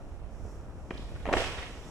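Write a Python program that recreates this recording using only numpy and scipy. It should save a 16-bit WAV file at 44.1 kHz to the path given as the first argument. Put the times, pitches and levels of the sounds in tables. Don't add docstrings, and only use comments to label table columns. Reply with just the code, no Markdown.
import sys
import numpy as np
from scipy import signal
from scipy.fft import rfft, irfft
from scipy.io import wavfile

SR = 44100
rng = np.random.default_rng(int(sys.argv[2]) if len(sys.argv) > 2 else 0)


def generate_wav(signal):
    frames = np.transpose(np.atleast_2d(signal))
    scaled = np.clip(frames, -1, 1) * 32767
    pcm = np.round(scaled).astype(np.int16)
    wavfile.write(sys.argv[1], SR, pcm)


N = 83790
T = np.arange(N) / SR


def from_db(db):
    return 10 ** (np.asarray(db) / 20)


def unit_rms(x):
    return x / np.sqrt(np.mean(x ** 2) + 1e-20)


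def over_hz(points):
    hz, value = np.transpose(points)
    bins_hz = np.arange(N + 1) * SR / (2 * N)
    return np.interp(np.log(bins_hz + 1), np.log(hz), value)


def colour(x, points):
    return irfft(rfft(x, 2 * N) * from_db(over_hz(points)))[..., :N]


def butter(x, hz, kind):
    return signal.sosfilt(signal.butter(2, hz, kind, fs=SR, output="sos"), x)


def ring(force, hz, t60_s):
    r = from_db(-60 / (t60_s * SR))
    w = 2 * np.pi * hz / SR
    return signal.lfilter([.5, 0, -.5], [1, -2 * r * np.cos(w), r * r], force + 1e-18)


def envelope(points):
    return from_db(np.interp(T, *np.transpose(points)))


def flutter(rms_db, rate_hz):
    r = np.exp(-2 * np.pi * rate_hz / SR)
    slow = signal.lfilter([1], [1, -2 * r, r * r], rng.standard_normal(2 * N))[N:]
    return from_db(rms_db * unit_rms(slow))


def stereo(pair, correlation):
    c = np.clip(correlation, -.99, .99)
    mid, side = rfft(pair, 2 * N)
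    return irfft(np.sqrt(1 + c) * mid + np.sqrt(1 - c) * side * [[1], [-1]])[:, :N]


# frequency in Hz, left-right correlation.
DIFFUSE_CORRELATION = [(100, 1), (500, 0.94), (1000, 0.92), (1800, 0.46), (2800, -0.25), (4200, -0.26),
                       (6300, 0.19), (10000, 0.046)]

def diffuse(pair):
    return stereo(pair, over_hz(DIFFUSE_CORRELATION))


# time in s, level in dB.
HISS_LEVEL = [(0, -67.5), (.7, -67.5), (1.0, -67.5), (1.45, -50.5), (1.9, -74)]
# frequency in Hz, relative density in dB.
HISS_SPECTRUM = [(1000, 0), (2500, 4.5), (4500, -8), (5700, -12.5), (7500, -10.5), (10000, -10),
                 (12000, -19), (13500, -38), (15500, -42)]

def hiss():
    noise = colour(diffuse(rng.standard_normal((2, N))), HISS_SPECTRUM)
    return unit_rms(noise) * envelope(HISS_LEVEL) * flutter(rms_db=.3, rate_hz=26)


# time in s, level in dB, left minus right in dB.
WIND_GUSTS = [(0, -44.5, -3.5), (.18, -45.5, -4), (.23, -38, -16), (.28, -48, -17.5), (.39, -40.5, -7),
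              (.44, -36.5, -9), (0.501, -43.5, -1.5), (.9, -44, 4), (1.36, -37.5, -9), (1.6, -45, 1),
              (1.9, -50, 4)]
# frequency in Hz, relative density in dB.
WIND_SPECTRUM = [(15, -1.5), (30, 3), (50, 6), (85, 0.5), (130, -10.5), (220, -19.5), (500, -81)]

def wind():
    time_s, level_db, balance_db = np.transpose(WIND_GUSTS)
    noise = colour(stereo(rng.standard_normal((2, N)), correlation=.28), WIND_SPECTRUM)
    gusts = from_db(np.interp(T, time_s, level_db)) * flutter(rms_db=2, rate_hz=9.1)
    balance = from_db(np.interp(T, time_s, balance_db) * [[.5], [-.5]])
    return unit_rms(noise) * gusts * balance


def reflections(shape, spectrum):
    noise = colour(diffuse(rng.standard_normal((2, N))), spectrum) / np.sqrt(2)
    return noise * shape / np.linalg.norm(shape)


# frequency in Hz, gain in dB.
SCATTER_SPECTRUM = [(150, -20), (300, -9), (600, -12.5), (1100, -5), (1800, -6.5), (2800, 2.5), (4300, 5.5),
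                    (6500, 6.5), (9800, 16.5), (12000, 12), (13500, -12), (15500, -22)]
# delay in s, width in s, gain in dB.
BANK_ECHOES = [(0.252, 0.0075, -16), (0.295, 0.013, -18)]
# frequency in Hz, gain in dB.
ECHO_SPECTRUM = [(200, -3), (600, -11.5), (1200, 1.5), (1800, 0), (2500, 1.5), (3500, 11), (5000, -3),
                 (8000, -9), (13000, -15)]

def park(x, near_t60_s=.16, far_t60_s=1.22):
    onset_s, rise_s = .0011, .064
    rise = np.clip((T - onset_s) / rise_s, 0, 1)
    ramps = from_db(-60 * T / near_t60_s)
    trees = from_db(-14 - 60 * T / far_t60_s)
    response = reflections(rise * (ramps + trees), SCATTER_SPECTRUM)
    for delay_s, width_s, db in BANK_ECHOES:
        blur = np.exp(-((T - delay_s) / width_s) ** 2)
        response += from_db(db) * reflections(blur, ECHO_SPECTRUM)
    lean_right = from_db([[-1.1], [1.1]])
    return signal.fftconvolve(x[None], response, axes=1)[:, :N] * lean_right


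def direct(x):
    smear = rng.standard_normal(SR // 400)
    smeared = signal.fftconvolve(x, smear / np.linalg.norm(smear))[:N]
    side = from_db(-3) * butter(smeared, hz=1500, kind="high")
    return x + side * [[1], [-1]]


# time in s, level in dB.
SWISH_LEVEL = [(0, -75), (.14, -73), (.22, -80), (.33, -72), (.52, -65.5), (.68, -75), (.95, -69),
               (1.3, -68), (1.65, -66.5), (1.9, -60.5)]
# frequency in Hz, relative density in dB.
SWISH_SPECTRUM = [(3500, -23), (4800, -7.5), (5600, 2.5), (6600, -3), (7500, -1), (8600, -10), (10000, -10),
                  (13000, -20)]

def swish():
    noise = colour(stereo(rng.standard_normal((2, N)), correlation=.5), SWISH_SPECTRUM)
    return unit_rms(noise) * envelope(SWISH_LEVEL)


def clicks(per_s, shape):
    return (rng.random(shape) < per_s / SR) * rng.choice([-1, 1], shape)


def grit(spectrum, grains_per_s, spread_db):
    bumps = clicks(grains_per_s, (2, N))
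    sizes = from_db(spread_db * np.minimum(rng.exponential(1, (2, N)), 4))
    return unit_rms(colour(diffuse(bumps * sizes), spectrum))


# time in s, level in dB.
ROLL_LEVEL = [(0, -48.5), (.25, -49.5), (.62, -47), (.88, -48), (1.0, -47), (1.22, -47.5), (1.42, -44.5),
              (1.62, -48), (1.9, -46.5)]
# frequency in Hz, relative density in dB.
ROLL_SPECTRUM = [(60, 8.5), (130, 4), (250, 2), (420, -0.5), (650, -2.5), (1000, -9.5), (1500, -13.5),
                 (2300, -29), (4000, -33), (9000, -47)]

def rolling():
    rumble = grit(ROLL_SPECTRUM, grains_per_s=3500, spread_db=1.5)
    return rumble * envelope(ROLL_LEVEL) * flutter(rms_db=.52, rate_hz=34)


# time in s, level in dB.
SKID_LEVEL = [(1.33, -81), (1.38, -34.5), (1.42, -37.5), (1.48, -39), (1.55, -45.5), (1.64, -48),
              (1.72, -56), (1.9, -65)]
# frequency in Hz, relative density in dB.
SKID_SPECTRUM = [(250, -15), (500, -5.5), (850, -1), (1200, -3), (1500, -3), (1900, -1), (2600, 0),
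                 (3200, -0.5), (3900, -7), (5000, -8.5), (8000, -19), (13000, -39)]

def skid():
    return grit(SKID_SPECTRUM, grains_per_s=5000, spread_db=4.5) * envelope(SKID_LEVEL)


# start in s, length in s, level in dB, centre in Hz.
# The rows at 1.15, 1.575 and 1.611 s are echoes; the rest are wheel scuffs.
SHORT_RASPS = [(0.942, .01, -57.5, 3400), (0.974, 0.0092, -52, 3400), (1.15, 0.029, -55, 1502),
               (1.284, 0.021, -36.5, 874), (1.303, 0.054, -34, 656), (1.366, 0.058, -34, 478),
               (1.575, 0.03, -52.5, 3160), (1.611, 0.04, -50, 1830)]

def rasps(clicks_per_s=2500, ring_cycles=4):
    out = np.zeros(N)
    for start_s, length_s, db, hz in SHORT_RASPS:
        progress = np.clip((T - start_s) / length_s, 0, 1)
        swell = np.sqrt(np.abs(np.sin(np.pi * progress)))
        t60_s = ring_cycles / hz
        crackle = clicks(clicks_per_s, N)
        rasp = ring(ring(crackle, hz, t60_s), hz, t60_s)
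        out += from_db(db) * swell * unit_rms(rasp)
    return out


# frequency in Hz, gain in dB, T60 in s.
SKATE_RESONANCES = [(382, -10, .026), (542, -9, 0.026), (649, -5.5, 0.04), (880, -9, 0.0076),
                    (1162, -9.5, 0.019), (1420, -14, 0.0078), (1754, -3.5, 0.0093), (2230, -6.5, 0.0088),
                    (2610, -5.5, 0.0061), (2970, -10, 0.0068), (3400, -16, 0.011), (4400, -25, 0.003),
                    (5600, -14, 0.0056), (8170, -11, 0.0011)]

def skate(forces, boot_db, pitch_ratio, boot_below_hz=1000):
    out = 0
    for k, (hz, db, t60_s) in enumerate(SKATE_RESONANCES):
        gain = from_db(db + boot_db * (hz < boot_below_hz))
        out += (-1) ** k * gain * ring(forces[k], hz * pitch_ratio, t60_s)
    return out


# start in s, blow level in dB, hardness as cut-off in Hz,
# thud level in dB, extra boot ring in dB, pitch ratio of the modes.
TOUCHDOWNS = [(.4490, -38.5, 800, -38, 2.5, 0.83), (.4540, -39, 750, -39, -1.5, 1.05),
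              (.9062, -28.5, 3100, -55, -3.5, 1.13), (0.9081, -26.5, 2870, -23.5, 0.5, 0.93),
              (0.9147, -43.5, 4000, -41, 8.5, 1.025), (.9525, -36.5, 1400, -34, -2, 0.92),
              (0.995, -49, 800, -29.5, 0, 1.4), (1.2548, -24.5, 2400, -40, 2, 1.05),
              (1.2652, -24.5, 2280, -40, 0, 1.08), (1.2761, -27.5, 1890, -22, -1, 1.1),
              (1.2865, -18.5, 940, -24, -0.5, 1.057), (1.2916, -19, 1090, -31, -4, 1.01),
              (1.315, -27, 805, -22, -4, 0.94), (1.3262, -16, 1110, -22.5, -1, 1.088),
              (1.3291, -14.5, 6540, -25.5, -7.5, 0.983), (1.3357, -14.5, 4570, -38, -3, 0.996),
              (1.3368, -12, 1670, -25.5, 2, 0.973), (1.351, -23, 2600, -28, -6, 0.99),
              (1.3660, -15.5, 900, -25, -0.5, 1.032), (1.3698, -17.5, 3800, -48, 3, 1.03),
              (1.387, -35, 1390, -32, -1, 1.05), (1.417, -24, 900, -35, 6, 1)]

def knocks(crunch_t60_s=.029):
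    size = SR // 8
    crunch_decay = from_db(-60 * T[:size] / crunch_t60_s)
    clacks, weight = np.zeros(N + size), np.zeros(N)
    for start_s, blow_db, hardness_hz, thud_db, boot_db, pitch_ratio in TOUCHDOWNS:
        crunch = rng.standard_normal((len(SKATE_RESONANCES), size)) * crunch_decay
        crunch /= np.linalg.norm(crunch, axis=1, keepdims=True)
        blow = signal.unit_impulse(size) + crunch
        blow /= np.linalg.norm(blow, axis=1, keepdims=True)
        forces = from_db(blow_db) * butter(blow, hardness_hz, "low")
        start = int(start_s * SR)
        clacks[start:start + size] += skate(forces, boot_db, pitch_ratio)
        weight[start] += from_db(thud_db)
    thuds = ring(butter(weight, hz=600, kind="low"), hz=257, t60_s=.019)
    return clacks[:N] + thuds


def scene():
    hits = knocks() + rasps()
    return direct(hits) + park(hits) + rolling() + skid() + hiss() + wind() + swish()


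# frequency in Hz, left minus right in dB.
MIC_BALANCE = [(600, -0.24), (2000, -2), (4000, -0.5), (6000, -4), (9000, 1.5), (13000, 7)]

def record(dry, stopband_hz=15700):
    balance = from_db(over_hz(MIC_BALANCE) * [[.5], [-.5]])
    ports = irfft(rfft(dry, 2 * N) * balance)[:, :N]
    lowpass = signal.cheby2(14, 70, stopband_hz, fs=SR, output="sos")
    return signal.sosfilt(lowpass, ports)


dry = scene()
out = record(dry)
generate_wav(out)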